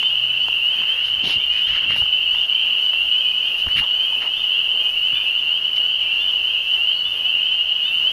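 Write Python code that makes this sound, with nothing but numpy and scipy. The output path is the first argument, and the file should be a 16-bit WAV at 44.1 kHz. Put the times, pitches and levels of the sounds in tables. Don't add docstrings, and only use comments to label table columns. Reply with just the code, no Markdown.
import sys
import numpy as np
from scipy import signal
from scipy.fft import rfft, irfft
from scipy.io import wavfile
from scipy.ndimage import uniform_filter1d

SR = 44100
rng = np.random.default_rng(int(sys.argv[2]) if len(sys.argv) > 2 else 0)


def invert_db(x):
    u = np.asarray(x, float) / 20
    return 10 ** u


def digitize_waveform(pressure):
    field = np.atleast_2d(pressure).T
    bounded = np.clip(field, -1, 1)
    quanta = np.round(bounded * 32767).astype(np.int16)
    wavfile.write(sys.argv[1], SR, quanta)


N = 358091
HZ = np.fft.rfftfreq(N, 1 / SR)
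TIME = np.arange(N) / SR


def unit(x):
    return x / np.sqrt(np.mean(x ** 2))


def band(x, centre_hz, octaves):
    distance = np.log2((HZ + 1) / centre_hz) / octaves
    return irfft(rfft(x) * np.exp(-.5 * distance ** 2), N)


def walk(rate_hz):
    hold = int(SR / rate_hz)
    steps = np.repeat(rng.standard_normal(N // hold + 1), hold)
    return unit(uniform_filter1d(uniform_filter1d(steps, hold), hold)[:N])


def loudness(x):
    return uniform_filter1d(uniform_filter1d(x ** 2, 3000), 3000)


def woods(x, t60_s, delay_s):
    t = np.arange(SR) / SR
    tail = rng.standard_normal(SR) * invert_db(-60 * t / t60_s) * (t > delay_s)
    return signal.fftconvolve(x, tail / np.sqrt(np.sum(tail ** 2)))[:N]


def whistles(calls, low_db, third_db, fourth_db, bend=0.3036):
    out = np.zeros(N + 2 * SR)
    for s, length_s, start_hz, rise_hz, db in calls:
        u = np.arange(int(length_s * SR)) / (length_s * SR)
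        glide = (1 - bend) * u + bend * u ** 3
        phase = np.cumsum(np.pi * (start_hz + rise_hz * glide) / SR)
        tone = np.sin(2 * phase) + invert_db(low_db) * np.sin(phase)
        tone += invert_db(third_db + 2.9 * rng.standard_normal()) * np.sin(3 * phase)
        tone += invert_db(fourth_db) * np.sin(4 * phase)
        swell = np.sin(np.pi * u ** 1.4) ** .8
        k = int((s + 1) * SR)
        out[k:k + len(u)] += invert_db(db) * swell * tone
    return out[SR:SR + N]


def sing(voice, calls):
    return [(s, *voice, db) for s, db in calls]


def near_frogs():
    # (length [s], start [Hz], rise [Hz])
    voices = [(.15, 2600, 380), (.12, 2660, 300), (.15, 2740, 540), (.13, 2760, 400), (.1, 2770, 230),
              (.12, 2830, 340), (.1, 2880, 260), (.11, 2950, 280), (.17, 2780, 300), (.08, 2900, 160),
              (.13, 2860, 440)]
    # (time [s], level [dB])
    frog_1 = [(0.535, -20.5), (1.149, -24.0), (1.672, -23.5), (2.107, -23), (2.897, -18.5), (4.121, -26),
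              (5.242, -21), (6.048, -18.5), (6.623, -20.5), (7.23, -21), (7.854, -19)]
    frog_2 = [(-0.03, -22.1), (0.472, -19), (1.271, -18), (1.826, -16), (2.317, -23.5), (2.961, -17),
              (3.735, -17.2), (4.496, -17.5), (4.921, -20.5), (5.424, -19), (6.134, -17.5), (6.75, -16),
              (7.47, -21.5), (7.95, -22.2)]
    frog_3 = [(0.607, -16.5), (1.544, -16), (2.309, -17.5), (3.081, -15), (3.957, -25.5), (4.418, -17.5),
              (5.441, -18), (5.978, -22.5), (6.839, -27), (7.355, -17.5), (7.97, -14.5)]
    frog_4 = [(0.078, -21), (0.938, -18.5), (1.423, -25), (2.235, -16.5), (3.039, -18.5), (3.861, -16),
              (4.448, -24), (5.053, -20.5), (5.571, -20.4), (6.396, -20), (7.775, -16.5)]
    frog_5 = [(0.184, -20.6), (0.8, -23), (1.451, -15), (1.948, -15.5), (2.712, -19), (3.229, -25),
              (3.728, -18.5), (4.228, -19), (4.757, -25.5), (5.223, -21.3), (5.75, -18), (6.492, -18.5),
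              (7.106, -28), (7.557, -16)]
    frog_6 = [(0.184, -20.5), (0.716, -18.5), (1.187, -25.5), (1.623, -25), (2.04, -20), (2.771, -17),
              (3.556, -21.5), (4.04, -19.5), (4.633, -19), (5.298, -18.8), (5.862, -19), (6.683, -22.8),
              (7.437, -16.5)]
    frog_7 = [(0.37, -16), (1.065, -17), (1.966, -21), (2.478, -17.5), (3.215, -16), (3.674, -14.5),
              (4.547, -19), (4.993, -16.6), (5.711, -15.5), (6.223, -20.5), (6.663, -16), (7.222, -16.5),
              (7.904, -18)]
    frog_8 = [(0.01, -18), (0.844, -17), (1.721, -26), (2.546, -20.5), (3.384, -19.5), (3.951, -15.5),
              (4.721, -17.5), (5.16, -23.9), (5.837, -20.5), (6.413, -19.5), (6.832, -18), (7.33, -24.5)]
    frog_9 = [(0.337, -21.5), (1.06, -22), (1.672, -20.9), (2.555, -20.0), (3.442, -25.5), (4.272, -26.5),
              (4.807, -21.5), (5.35, -24.5), (6.254, -25.5), (6.862, -18.5), (7.639, -21.5)]
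    frog_10 = [(0.261, -15.5), (0.811, -20.5), (1.523, -19), (2.097, -14.5), (2.678, -17), (3.333, -18),
               (3.854, -20), (4.396, -17.5), (5.136, -17), (5.813, -15.7), (6.844, -16.5)]
    frog_11 = [(0.688, -20.5), (1.818, -23.5), (2.584, -28), (3.967, -25), (4.616, -28.5), (6.19, -20.5),
               (7.491, -26.5)]
    turns = [frog_1, frog_2, frog_3, frog_4, frog_5, frog_6, frog_7, frog_8, frog_9, frog_10, frog_11]
    calls = sum(map(sing, voices, turns), [])
    frogs = whistles(calls, low_db=-36, third_db=-35.5, fourth_db=-50)
    return frogs + invert_db(-8) * woods(frogs, t60_s=.45, delay_s=.004)


def chorus_db():
    # (time [s], level [dB])
    effort = [(0, -18.5), (1.2, -19.5), (1.5, -18.5), (3.3, -18), (3.6, -20.5), (3.9, -18), (4.25, -21),
              (4.55, -18.5), (6.9, -19), (7.15, -22), (7.3, -17.5), (8.12, -20.5)]
    # (time [s], depth [dB])
    lulls = [(.97, -2), (1.08, -0.5), (1.26, -2), (2.47, -2.5), (3.35, -1.5), (3.69, -1.5), (4.38, -1),
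             (4.93, -6.5), (5.61, -5), (5.7, -2), (6.06, -1.5), (6.64, -4.5), (7.22, -1.5)]
    lull_s = 0.022
    s, db = np.transpose(effort)
    total_db = np.interp(TIME, s, db)
    for at_s, depth_db in lulls:
        total_db = total_db + depth_db * np.exp(-((TIME - at_s) / lull_s) ** 2)
    return total_db


def far_frogs(near, count=1100):
    late, long, far = rng.random((count, 3)).T
    size, glide = rng.standard_normal((count, 2)).T
    db = -8 * far - 4.27 * np.abs(size) ** 1.8
    time_s = (np.arange(count) + late) * 8.4 / count - .25
    length_s = .08 + 0.06962 * long
    start_hz = 2785 + 190 * np.clip(size, -2.3, 1.25)
    rise_hz = 280 + 70 * glide
    calls = np.transpose([time_s, length_s, start_hz, rise_hz, db])
    direct = whistles(calls, low_db=-42.5, third_db=-36, fourth_db=-50)
    wet = direct + invert_db(1.5) * woods(direct, t60_s=.6, delay_s=.004)
    whole = invert_db(chorus_db()) ** 2
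    power = np.maximum(whole - loudness(near), 0.27 * whole)
    return wet * np.sqrt(power / loudness(wet))


def birds():
    # (length [s], start [Hz])
    chip_voice = (.07, 3280)
    # (time [s], rise [Hz], level [dB])
    chips = [(.01, 300, -32), (1.61, 303, -34), (2.337, 298, -34), (3.43, 300, -40), (4.348, 333, -30.5),
             (5.127, 286, -27.5), (6.18, 251, -28.5), (7.03, 274, -29.5), (7.825, 420, -30)]
    # (time [s], length [s], start [Hz], rise [Hz], level [dB])
    strays = [(.284, 0.041, 2530, -82, -37), (1.385, 0.057, 3490, 41, -33.5),
              (1.384, 0.054, 2200, 123, -37), (2.57, .029, 3800, -400, -41.5),
              (2.259, 0.045, 2600, 60, -24.5), (3.815, .016, 850, 33, -32), (3.842, 0.012, 1000, 29, -38),
              (4.12, 0.016, 880, 42, -35.5), (3.832, 0.016, 2970, 605, -29), (4.94, .044, 2270, 42, -41),
              (5.37, 0.049, 3450, 8, -34.5), (6.1, .2, 1670, 39.5, -49), (6.919, 0.12, 4200, 247, -39.5),
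              (8.4, 0.032, 3370, -40, -31.5)]
    calls = [(s, *chip_voice, rise_hz, db) for s, rise_hz, db in chips] + strays
    notes = whistles(calls, low_db=-60, third_db=-60, fourth_db=-60, bend=-.45)
    return notes + invert_db(-7.5) * woods(notes, t60_s=.6, delay_s=.004)


def deep_frog():
    # (length [s], rise [Hz])
    deep_voice = (.12, 130)
    # (time [s], start [Hz], level [dB])
    deep_calls = [(.72, 2470, -34.5), (1.48, 2450, -31.5), (2.479, 2340, -37), (2.58, 2406, -38),
                  (3.21, 2440, -33), (3.391, 2450, -35.5), (3.92, 2420, -40), (4.064, 2495, -30.5),
                  (4.79, 2484, -30.5), (5.101, 2370, -31), (5.99, 2344, -34.5)]
    length_s, rise_hz = deep_voice
    calls = [(s, length_s, start_hz, rise_hz, db) for s, start_hz, db in deep_calls]
    frog = whistles(calls, low_db=-60, third_db=-60, fourth_db=-60)
    return invert_db(-3) * frog + invert_db(.5) * woods(frog, t60_s=.6, delay_s=.004)


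def air():
    # (frequency [Hz], density [dB per Hz])
    hiss_spectrum = [(25, -66), (60, -84.5), (130, -80), (300, -81), (520, -77), (1000, -77.5),
                     (2100, -79.5), (3600, -83), (4800, -88.5), (6300, -91.5), (7200, -99), (9000, -97.5),
                     (11000, -93), (15200, -92)]
    hz, db = np.transpose(hiss_spectrum)
    colour = invert_db(np.interp(np.log(HZ + 1), np.log(hz), db))
    hiss = irfft(rfft(rng.standard_normal(N)) * colour, N) * np.sqrt(SR / 2)
    swell = walk(16)
    out = np.zeros(N)
    for centre_hz in 25 * 2 ** np.arange(0, 9.5, .5):
        out += invert_db(.7 * swell + .8 * walk(14)) * band(hiss, centre_hz, .22) * .9
    return out + (invert_db(1.3 * walk(9)) - 1) * band(out, 10500, .5)


def engines():
    # (time [s], low drone level [dB], high drone level [dB])
    drones = [
        (0, -66.5, -53.5),
        (.4, -58, -52.5),
        (.72, -58, -65.5),
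        (1.4, -58.5, -59),
        (2.96, -58.5, -66.5),
        (7.73, -59, -61.5),
        (8.12, -56, -57),
    ]
    s, low_db, high_db = np.transpose(drones)
    low = unit(band(rng.standard_normal(N), 66, 0.088))
    high = unit(band(rng.standard_normal(N), 125, 0.023))
    top = unit(band(rng.standard_normal(N), 250, 0.0092))
    out = invert_db(np.interp(TIME, s, low_db)) * low
    return out + invert_db(np.interp(TIME, s, high_db)) * (high + invert_db(-6) * top)


def tackle():
    # (time [s], peak level [dB], ring [Hz])
    ticks = [(0.029, -19, 2180), (0.484, -19, 940), (0.818, -24.5, 1030), (0.836, -26.5, 2020),
             (1.906, -16, 2060), (1.941, -30, 1630), (1.961, -21.5, 830), (2.021, -22.5, 840),
             (2.059, -27.5, 1120), (2.348, -24.5, 1970), (2.934, -26, 1910), (3.667, -22.5, 1120),
             (3.686, -22, 1680), (3.839, -24.5, 1140), (5.128, -27, 2180), (5.775, -24.5, 2180)]
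    out = np.zeros(N)
    t = np.arange(1000) / SR
    decay = invert_db(-60 * t / .014)
    for s, db, ring_hz in ticks:
        crack = 2 * rng.standard_normal(len(t))
        ring = np.sin(2 * np.pi * ring_hz * t)
        out[int(s * SR):][:len(t)] += invert_db(db - 2) * (ring + crack) * decay
    return band(out, 1100, 1.2)


def slips():
    # (time [s], length [s], level [dB], centre [Hz], high bands re rub [dB])
    rubs = [(0.596, .72, -41.5, 1900, -31), (1.023, .1, -40, 3370, -15.5), (1.226, .15, -27.5, 3160, -21.5),
            (1.511, 0.14, -34, 2380, -29.5), (1.662, .071, -32, 2200, -32.5),
            (1.712, 0.096, -30.5, 2060, -32), (1.797, .081, -37.5, 1780, -27.5),
            (1.879, .11, -30.5, 2200, -25.5), (1.956, 0.066, -37.5, 3470, -10.5),
            (3.568, 0.078, -41.5, 3570, -10), (3.752, 0.074, -26, 2360, -20),
            (3.799, 0.067, -41, 1080, -24), (4.195, 0.1, -35, 2200, -27.5), (4.2, .1, -38, 860, -32),
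            (4.644, 0.31, -46.5, 600, -18.5), (5.12, 0.1, -44, 1500, -19), (5.757, .025, -34.5, 2990, -20),
            (3.682, 0.059, -39, 2000, -19)]
    # (centre [Hz], width [octaves], level [dB])
    high_bands = [
        (9850, .15, -1),
        (14200, .08, -6),
    ]
    # (time [s], length [s], level [dB], centre
    # [Hz])
    bumps = [(0.756, .11, -46.5, 200), (0.999, 0.56, -48, 70), (1.218, 0.097, -36.5, 165),
             (1.228, 0.14, -39, 720), (1.347, .051, -39.5, 90), (1.661, 0.13, -41.5, 35),
             (1.801, 0.24, -40, 110), (2.011, 0.032, -34.5, 60.4), (3.548, 0.38, -51, 59.9),
             (3.663, 0.029, -28, 53.7), (3.664, .02, -39, 600), (3.743, .092, -35.5, 50),
             (4.152, 0.14, -55, 200), (5.123, 0.021, -39, 80)]
    # (time [s], length [s], level [dB], centre [Hz], width [octaves])
    line_slip = (6.9, .17, -45, 4200, .13)
    rub_octaves, narrowing, bump_octaves = 0.72, 0.81, 1.31
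    rows = [(*bump, bump_octaves) for bump in bumps] + [line_slip]
    for s, length_s, db, hz, sheen_db in rubs:
        rows.append((s, length_s, db, hz, min(rub_octaves * (2000 / hz) ** narrowing, .9)))
        for top_hz, octaves, top_db in high_bands:
            rows.append((s, length_s, db + sheen_db + top_db, top_hz, octaves))
    return rows


def hand():
    crackle_db = 2.5
    out = np.zeros(N)
    hz = np.fft.rfftfreq(2 ** 15, 1 / SR) + 1
    for s, length_s, db, centre_hz, octaves in slips():
        n = int(length_s * SR)
        crackle = invert_db(crackle_db * np.repeat(rng.standard_normal(256), 128))
        grit = rng.standard_normal(2 ** 15) * crackle
        colour = np.exp(-.7 * np.abs(np.log2(hz / centre_hz) / octaves) ** 1.7)
        patch = irfft(rfft(grit) * colour)
        swell = np.sin(np.pi * (np.arange(n) / n) ** .85)
        out[int(s * SR):][:n] += invert_db(db) * unit(patch[:n]) * swell
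    return out


def scene():
    near = near_frogs() + deep_frog() + birds()
    stir = invert_db(-29) * unit(band(rng.standard_normal(N), 410, 1.18))
    voices = (near + far_frogs(near)) * (1 + stir)
    return (voices + air() + engines() + tackle() + hand())[None]


def seams(x):
    # (centre [Hz], width [Hz], steepness)
    notches = [
        (7870, 130, 2),
        (11850, 60, 1),
    ]
    gain = (HZ < 15300).astype(float)
    for hz, width_hz, steep in notches:
        gain *= 1 - np.exp(-np.abs((HZ - hz) / width_hz) ** 2 / 2) ** (1 / steep)
    return irfft(rfft(x) * gain, N)


def starve(x):
    window = signal.windows.kaiser_bessel_derived(2048, 4 * np.pi)
    hz, t, spec = signal.stft(np.pad(x, (33, 0)), SR, window, 2048, 1024)
    slot = (hz // 130).astype(int)
    frame = np.arange(len(t)) // 2
    busy = np.sum(np.abs(spec[(hz > 3700) & (hz < 7000)]) ** 2, axis=0)
    busy = np.clip(busy / np.median(busy), 0, 3.5)
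    near_seam = .65 * np.exp(-((hz - 7850) / 700) ** 2) + .3 * np.exp(-((hz - 11900) / 250) ** 2)
    treble = np.clip(hz / 4000 - .8, 0, 1) * .06
    share = near_seam[:, None] + treble[:, None] * busy
    keep = rng.random((slot[-1] + 1, frame[-1] + 1))[slot][:, frame] > share
    keep[hz > 15080] *= rng.random(frame[-1] + 1)[frame] > .5
    return signal.istft(spec * keep, SR, window, 2048, 1024)[1][33:33 + N]


def band_limit(x):
    return signal.sosfilt(signal.butter(12, 16100, fs=SR, output="sos"), x)


def record(dry):
    mix = starve(seams(dry[0]))[None]
    return band_limit(mix)


dry = scene()
out = record(dry)
digitize_waveform(out)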